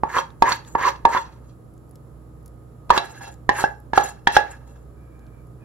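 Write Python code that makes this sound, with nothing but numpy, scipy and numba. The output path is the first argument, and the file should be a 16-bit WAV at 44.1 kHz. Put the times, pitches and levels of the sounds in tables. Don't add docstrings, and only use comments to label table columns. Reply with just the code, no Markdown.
import sys
import numpy as np
from scipy import signal
from scipy.fft import rfft, irfft, next_fast_len
from scipy.io import wavfile
from scipy.ndimage import uniform_filter1d
from numba import njit

SR = 44100
rng = np.random.default_rng(int(sys.argv[2]) if len(sys.argv) > 2 else 0)


def elevation(decibels):
    levels = np.asarray(decibels, float)
    return 10 ** (levels / 20)


def wrap_up_sound(samples):
    columns = np.atleast_2d(samples).T
    tamed = np.clip(columns, -1, 1)
    steps = np.round(tamed * 32767).astype(np.int16)
    wavfile.write(sys.argv[1], SR, steps)


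N = 248929
UPTURN_S = 2.96


def read(table, hz):
    f, v = np.transpose(table)
    return np.interp(np.log(np.maximum(hz, 1)), np.log(f), v)


def ring(x, hz, t60, skew=0.):
    pole = np.exp((2j * np.pi * hz - np.log(1000) / t60) / SR)
    z = signal.lfilter([1], [1, -pole], x)
    side = np.array([[1], [-1]])
    return (z * np.exp(1j * skew * min(hz / 1000, 1) * side)).imag


def band(x, lo_hz, hi_hz):
    return signal.sosfilt(signal.butter(2, [lo_hz, hi_hz], "band", fs=SR, output="sos"), x)


def unit(x):
    return x / np.sqrt(np.mean(x ** 2))


def walk(rate):
    k = int(SR / rate)
    held = np.repeat(rng.standard_normal(N // k + 1), k)
    return unit(uniform_filter1d(held, k)[:N])


@njit
def sweep(x, hz, width):
    y, b, l = np.empty(len(x)), 0., 0.
    for i in range(len(x)):
        g, k = np.tan(np.pi * hz[i] / SR), width / hz[i]
        v = (b + g * (x[i] - l)) / (1 + g * (g + k))
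        b, l, y[i] = 2 * v - b, l + 2 * g * v, k * v
    return y


def soft(y):
    push = np.hanning(15)
    return signal.lfilter(push / push.sum(), [1], y)


# pitch_hz, t60_s, tilted_level_db, upturned_level_db
POT_MODES = [(402.22, 0.22, -28.5, -13.5), (559.36, .045, -12, -11.5), (697.18, 0.2, -30.5, -7),
             (829.8, 0.26, -12, 1), (915, 0.28, -5, -21), (1120, 0.088, -9.5, -12.5),
             (1300.1, 0.047, -11, -7.5), (1669.8, 0.15, 1, 3), (1773.3, 0.13, 0, -14),
             (2012.2, 0.24, -8, -18.5), (2509.2, 0.22, 1, -14.5), (2697.3, 0.16, 2.5, 6.5),
             (3350, .1, -2, -1), (3980, 0.35, -2.5, 1), (4480, 0.21, -1, -6), (5390, 0.36, -12, -3),
             (5799, 0.069, -2.5, -8.5), (6807.9, 0.07, -2.5, -2), (7755, 0.09, -10, -10),
             (8303.6, 0.089, -16.5, -16.5), (8750, .07, -22, -22), (9353.6, 0.15, -12, -2),
             (10549, 0.091, -33, -19.5), (11115, 0.12, -20.5, -17.5), (12243, 0.054, -16.5, -16.5),
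             (15530, .06, -20.5, -21)]
# wall_ring_db, crack_db
KNOCKS = [
    (0.035, -7.5, 864.1, -21, -33),
    (0.423, 1.5, 913.3, -14.5, -21),
    (0.753, -7, 932.2, -11, -34),
    (1.053, 2, 924.5, -16, -27),
    (2.895, -31.5, 964, -5.5, -6),
    (2.905, 2.5, 959.7, -13, -20.5),
    (3.492, -4, 1016, -7.5, -16.5),
    (3.934, -11.5, 901.6, -12, -20),
    (4.273, -4.5, 913.5, -3, -11),
]
# wall_ring_db, crack_db
BUMPS = [
    (0.167, -12, 1120, -19, -17.5),
    (0.52, -19, 915, -15, -12.5),
    (0.813, -19, 1110, -10.5, -26),
    (1.149, -12.5, 929.2, -18.5, -23.5),
    (2.977, -14, 943.5, 0.5, -1),
    (3.64, -7.5, 842.6, 0.5, -40.5),
    (3.978, -0.5, 802.1, -5.5, -16.5),
    (4.368, 0.5, 823.7, -1.5, -16),
]
# start_s, peak_db, pitch_hz, t60_s
BLADE = [(0.0345, -16.5, 1141, 0.0302), (0.4229, -5, 1093, 0.01751), (0.7508, -15, 1127, 0.05366),
         (1.0512, -10, 1154, 0.0333), (2.9033, 0, 1207, 0.018453), (2.9737, -12, 1144, 0.029),
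         (3.492, -4, 1803, 0.02662), (3.6402, -11.5, 1572, 0.05411), (3.933, -22, 1706, 0.052),
         (3.9757, -1.5, 1327, 0.014883), (4.2721, -2.5, 1765, 0.02385), (4.366, 3, 1617, 0.009744)]
# start_s, peak_db, pitch_hz, t60_s
CLINKS = [
    (0.184, -20, 3243, 0.03955),
    (0.521, -9, 4461, 0.0481),
    (0.8699, -25.5, 4432, 0.058),
    (1.1742, -29, 3455, 0.06675),
    (2.9073, -24, 3317, 0.05),
    (2.9771, -14, 3980, 0.072),
    (4.2707, -13.5, 3314, 0.02963),
]


def blows():
    knock_thud_db, bump_thud_db = -17, -28
    span = SR // 3
    out = np.zeros((2, N + SR))
    t, tap = np.arange(span) / SR, np.arange(span) == 0
    hits = [(*row, knock_thud_db) for row in KNOCKS] + [(*row, bump_thud_db) for row in BUMPS]
    chance = rng.standard_normal((len(hits), len(POT_MODES), 3))
    for (s, db, hz, wall_db, crack_db, thud_db), luck in zip(sorted(hits), chance):
        force = [(300, thud_db), (600, thud_db), (800, 0), (1200, 0),
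                 (1500, wall_db), (2200, wall_db), (2700, crack_db)]
        y = elevation(1) * ring(tap, hz, 0.03531)
        y += elevation(thud_db - 3) * ring(tap, 450, 0.014)
        y += elevation(thud_db - 8) * ring(tap, 59, 0.12)
        crack = band(rng.standard_normal((2, span)), 1300, 4500) * np.exp(-t / 0.0052)
        for (f, t60, tilted_db, upturned_db), (size, pitch, skew) in zip(POT_MODES, luck):
            pose_db = upturned_db if s > UPTURN_S else tilted_db
            short = t60 * (.65 if f > 2500 else 1)
            pair = ring(tap, f * (1 + .006 * pitch), short, 0.34 * skew)
            pair += 0.23 * ring(tap, f + 45 + 12 * pitch, short, -.4 * skew)
            bright_db = -4 if f > 2500 else 0
            y += elevation(pose_db + read(force, f) - 11.5 + bright_db + size) * pair
        out[:, int(s * SR):][:, :span] += elevation(db) * (soft(y) + elevation(crack_db + 8.5) * crack)
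    for s, db, hz, t60 in BLADE + CLINKS:
        out[:, int(s * SR):][:, :span] += elevation(db + 1.9 * hz / 1000) * soft(ring(tap, hz, t60))
    return out[:, :N]


def column(values):
    return np.array(values)[:, None]


def layers(s, db, rasp_db, hiss_db):
    wall_db, follow = (1, .3) if s > UPTURN_S else (-3, .4)
    return elevation(db + column([0, wall_db + follow * rasp_db, rasp_db, hiss_db]))


# rasp_db, hiss_db
SCOOPS = [
    (0.189, 0.10789, -16.5, -19.5, -27.5),
    (0.525, 0.092, -15, -14.5, -22),
    (0.88, .105, -12.5, -20, -32),
    (1.175, .095, -15, -19.5, -28),
    (1.497, 0.07203, -62.5, -4, -9),
    (2.969, .045, -20, -13, -22),
    (3.623, .1, -22.5, -9.5, -17),
    (3.978, .035, -22.5, -10.5, -16.5),
    (4.364, .05, -26, -7, -14),
]
# rasp_db, hiss_db
SETTLES = [(.05, 0.1965, -34, -31, -35), (.44, 0.0967, -20.5, -18, -29), (.77, 0.1881, -28, -26, -35),
           (1.075, 0.1428, -25, -20, -38), (2.92, 0.1238, -21.5, -14, -38), (2.99, 0.0641, -30, -14, -20),
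           (3.51, 0.0427, -30, -5, -26.5), (3.655, 0.051, -23, -22.5, -33), (3.94, 0.0989, -25, -11, -20),
           (3.995, 0.0834, -20.5, -18, -30), (4.29, 0.0806, -27, -8, -28), (4.39, 0.1284, -25, -19, -30.5)]
# rasp_db, hiss_db
RUBS = [(.395, 0.22, -63, 1, 4), (.65, 0.1657, -56, -2.5, 3), (1.24, .14, -51, -12, -26),
        (1.31, 0.1085, -58.5, -4.5, -18.5), (1.4, 0.0022, -56.5, -16, -20), (3.03, 0.0888, -39, -6, -12),
        (3.08, 0.1447, -45.5, -8, -8), (3.13, 0.1315, -48, -12, -14), (3.205, 0.1169, -35.5, -10.5, -11.5),
        (3.7, 0.0214, -33, -21, -21.5), (4.025, 0.0951, -34, -7, -8), (4.44, 0.1414, -42, -12, -26),
        (4.5, 0.0719, -40, -14.5, -14), (4.66, 0.1857, -61.5, -9.5, -5), (4.75, 0.0194, -46.5, -10, -15)]
SPEED_POWER = [1.5, .8, 1.3, 0.69]
LIFT_FALL = [1100, 800, 599.7, 500]
TAIL_LEVEL = [-26, -24, -17, -22.5]
TAIL_FALL = [149.9, 140, 160.1, 139.94]


def stroke_force():
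    rub_attack_s, settle_wall_db = .015, -5.5
    settle_curve, rub_curve = 0.73, 1.9
    rest_hz, squeeze_hz = (870.4, 849.25), (139.7, 35)
    t, power, squeeze = np.arange(N) / SR, np.zeros((4, N)), np.zeros(N)
    for s, length, db, rasp_db, hiss_db in SCOOPS:
        on = slice(int((s - length) * SR), int((s + .5) * SR))
        late = np.maximum(t[on] - s, 0)
        speed = np.clip(1 + (t[on] - s) / length, 0, 1)
        after = elevation(-column(LIFT_FALL) * late)
        after = after + (late > 0) * elevation(column(TAIL_LEVEL) - column(TAIL_FALL) * late)
        power[:, on] += (layers(s, db, rasp_db, hiss_db) * speed ** column(SPEED_POWER) * after) ** 2
        squeeze[on] += np.sin(np.pi / 2 * np.minimum(2 * speed, 1)) * np.exp(-late / 0.023)
    contacts = [(*row, settle_curve, settle_wall_db) for row in SETTLES]
    contacts += [(*row, rub_curve, 0) for row in RUBS]
    for s, fall, db, rasp_db, hiss_db, curve, wall_db in contacts:
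        on = slice(int(s * SR), int((s + .5) * SR))
        late = t[on] - t[on][0]
        swell = np.minimum(late / rub_attack_s, 1) * elevation(-20 * (late / fall) ** curve)
        power[:, on] += (layers(s, db, rasp_db, hiss_db) * elevation(column([0, wall_db, 0, 0])) * swell) ** 2
    up = 1 * (t > UPTURN_S)
    return np.sqrt(power), np.take(rest_hz, up) + np.take(squeeze_hz, up) * squeeze


def drags():
    push, hz = stroke_force()
    shake = 1.5 * walk(70)
    grit = []
    for p in push:
        chatter = elevation(shake + 3.3 * walk(60) + 1.1 * walk(400))
        grit.append(p * unit(chatter * rng.standard_normal(N)))
    out = elevation(18) * sweep(sweep(grit[0], hz, 170.0), hz, 170.0)
    out += elevation(-5) * band(grit[0], 600, 1400)
    out += elevation(-1) * band(band(grit[1], 1350, 2100), 1350, 2500)
    out += elevation(5) * band(band(grit[2], 2300, 6200), 2300, 6200)
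    out += elevation(-9) * band(band(grit[3], 8100, 13500), 8100, 13500)
    for (f, t60, tilted_db, upturned_db), skew in zip(POT_MODES, rng.standard_normal(len(POT_MODES))):
        part = np.searchsorted([1400, 2350, 6200], f)
        held = [0.55, 0.17, .25, 0.4][part] * t60
        lift_db = [-4.5, -5.5, -9.5, 3.5][part]
        pose_db = np.where(np.arange(N) > UPTURN_S * SR, upturned_db, tilted_db)
        force = grit[part] * elevation(pose_db + lift_db)
        out = out + ring(force, f, held, 0.6752 * skew) * np.sqrt(4 * np.log(1000) / (held * SR))
    return band(band(out, 320, 15800), 300, 17000)


# start_s, length_s, level_db, pitch_hz
SLIDE = [
    (4.92, 0.5591, -68.5, 2312),
    (5.591, 0.2285, -65.5, 2431),
]


def slide():
    t, size, hz = np.arange(N) / SR, np.zeros(N), np.zeros(N)
    for s, length, db, f in SLIDE:
        arch = np.sin(np.pi * np.clip((t - s) / length, 0, 1)) ** 0.673
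        size += elevation(db) * arch * (t < s + length)
        hz[(t > s) | (hz == 0)] = f
    noise = rng.standard_normal(N)
    high = unit(sweep(sweep(noise, hz, 160.), hz, 160.))
    low = unit(sweep(noise, 0.70094 * hz, 120.))
    return size * elevation(2.092 * walk(22)) * (high + elevation(1) * low)


# start_s, peak_db, pitch_hz
DROPS = [(0.3041, -43.5, 3695), (0.6485, -37.5, 3570), (0.8102, -38.5, 4480), (0.9601, -41, 3500),
         (1.7387, -52.5, 11000), (1.7785, -51, 7400), (1.8931, -50, 12600), (1.9106, -44, 10780),
         (1.9565, -39.5, 7766), (2.4286, -56.5, 11260), (2.4601, -36, 10790), (2.4788, -41, 10800),
         (3.341, -41.5, 7167), (3.8013, -47.5, 11400), (4.7716, -56, 3504), (5.1934, -52.5, 6960),
         (5.2661, -51.5, 4234), (5.47, -53, 11130)]


def drops():
    out, t = np.zeros(N + 800), np.arange(800) / SR
    for s, db, hz in DROPS:
        tone = np.sin(2 * np.pi * hz * t) * np.exp(-t / 0.001272)
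        snap = band(rng.standard_normal(len(t)), hz / 2, min(2 * hz, 15000)) * np.exp(-t / 0.003)
        out[int(s * SR):][:len(t)] += elevation(db) * (0.77 * tone + 0.48 * snap)
    return out[:N]


# time_s, level_db
HUM_SWELL = [(0.0, -47.5), (0.39, -52), (0.42, -43), (0.71, -53.5), (0.77, -44), (1.49, -46), (1.55, -56),
             (2.4, -43), (3.12, -53), (3.33, -46), (4.51, -48), (4.67, -42.5), (5.58, -45), (5.64, -51)]


def mains_hum():
    mains_hz, second_db = 60.35, -48.5
    t, out = np.arange(N) / SR, np.zeros(N)
    first = np.interp(np.arange(N) / SR, *np.transpose(HUM_SWELL))
    for k, db in enumerate([first, second_db + 2.5 * walk(5)]):
        turn = np.cumsum((k + 1) * mains_hz + 1.1 * walk(8.5)) / SR
        out += elevation(db + 1.5 + 0.5 * walk(7.1)) * np.sin(2 * np.pi * turn)
    return out


# pitch_hz, level_db
FRIDGE_LINES = [(150.7, -55.5), (236.9, -63.5), (317.6, -60.5), (468.3, -70), (1249, -69)]


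def fridge_lines():
    out = np.zeros(N)
    for f, db in FRIDGE_LINES:
        turn = np.cumsum(f + 1.5 * walk(12)) / SR
        out += elevation(db + 2 + 1.7 * walk(9)) * np.sin(2 * np.pi * turn)
    return out


# pitch_hz, density_db_per_hz
AIR = [(18, -39), (30, -16.5), (54, -3.5), (129, -4), (199, -10.5), (322, -12.5), (433, -13.5),
       (556, -15.5), (878, -24.5), (1260, -24), (1450, -31.5), (2570, -45), (7000, -48.5), (9100, -80.5),
       (15400, -120)]
# pitch_hz, correlation
AIR_LIKENESS = [(60, 0.41), (290, 0.76), (640, .1), (5000, .1)]


def room_air():
    size = next_fast_len(N)
    hz = np.fft.rfftfreq(size, 1 / SR)
    like = np.clip(read(AIR_LIKENESS, hz), 0, .99)
    mid, side = rfft(rng.standard_normal((2, size)))
    pair = np.sqrt(1 + like) * mid + np.sqrt(1 - like) * side * np.array([[1], [-1]])
    air = elevation(read(AIR, hz)) * pair * (hz > 25) * (hz < 7500)
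    return elevation(-47.5) * unit(irfft(air, size)[:, :N])


# pitch_hz, density_db_per_hz
HISS = [(6500, -33), (7200, -3.5), (8000, -5), (9000, -5.5), (9700, 2), (10700, -9.5), (11700, -8.5),
        (13000, -9.5), (15500, -7.5), (16200, -15)]


def phone_hiss():
    size = next_fast_len(N)
    noise = rfft(rng.standard_normal(size)) * elevation(read(HISS, np.fft.rfftfreq(size, 1 / SR)))
    return elevation(-68.5) * unit(irfft(noise, size)[:N])


def kitchen():
    dip_s, dip_db = 1.505, -1
    late = np.arange(N) / SR - dip_s
    dip = elevation(dip_db * (late > 0) * np.exp(-np.maximum(late, 0) / .5))
    room = dip * (room_air() + fridge_lines()) + mains_hum()
    return room * elevation(np.array([[-1.5], [1.5]])) + phone_hiss()


# pitch_hz, left_minus_right_db
POT_PAN = [(100, -5.5), (250, -14), (500, -11.5), (900, -3), (2400, -2), (4400, -3), (8000, 3)]
# pitch_hz, left_lead_rad
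POT_LEAD = [(400, 1.7), (950, 0.9816), (2150, -1.96), (2930, -1.12), (3790, -1.5), (4740, -2.4),
            (7000, -1.5)]


def scene():
    pot, size = blows() + drags() + slide(), next_fast_len(N + SR)
    hz, t = np.fft.rfftfreq(size, 1 / SR), np.arange(SR // 2) / SR
    lead = read(POT_LEAD, hz) * np.minimum(hz / 500, 1)
    tilt = elevation(read(POT_PAN, hz) / 2) * np.exp(.5j * lead)
    walls = rng.standard_normal((2, len(t))) * elevation(-60 * t / 0.25263) * (t > .004)
    walls = rfft(walls / np.sqrt(np.sum(walls[0] ** 2)), size)
    walls = elevation(-8) * walls / (1 + hz / 5000) * np.minimum(hz / 500, 1)
    heard = irfft(rfft(pot, size) * np.array([tilt, 1 / tilt]) * (1 + walls), size)[:, :N]
    return heard + drops() + kitchen()


def roll_off(x):
    return signal.sosfilt(signal.butter(12, 16230, fs=SR, output="sos"), x)


# pitch_hz, left_lead_rad
PORT_LEAD = [(7000, 1.4), (8000, 2.3), (8500, 3.0), (9500, 3.3), (10900, 6.0), (12200, 6.6), (13600, 9.3),
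             (15200, 9.5), (15600, 10.2)]


def record(dry):
    port_hz = 7100
    size = next_fast_len(N + 4096)
    hz, (left, right) = np.fft.rfftfreq(size, 1 / SR), rfft(dry, size)
    share = np.clip((hz - port_hz) / 800 + .5, 0, .85)
    late = left * np.exp(-1j * read(PORT_LEAD, hz))
    bass_cut = 1 / np.sqrt(1 + (45 / np.maximum(hz, 1)) ** 6)
    wet = irfft(bass_cut * np.array([left, (1 - share) * right + share * late]), size)[:, :N]
    mix = np.clip(wet, -1, 1)
    return roll_off(mix)


dry = scene()
out = record(dry)
wrap_up_sound(out)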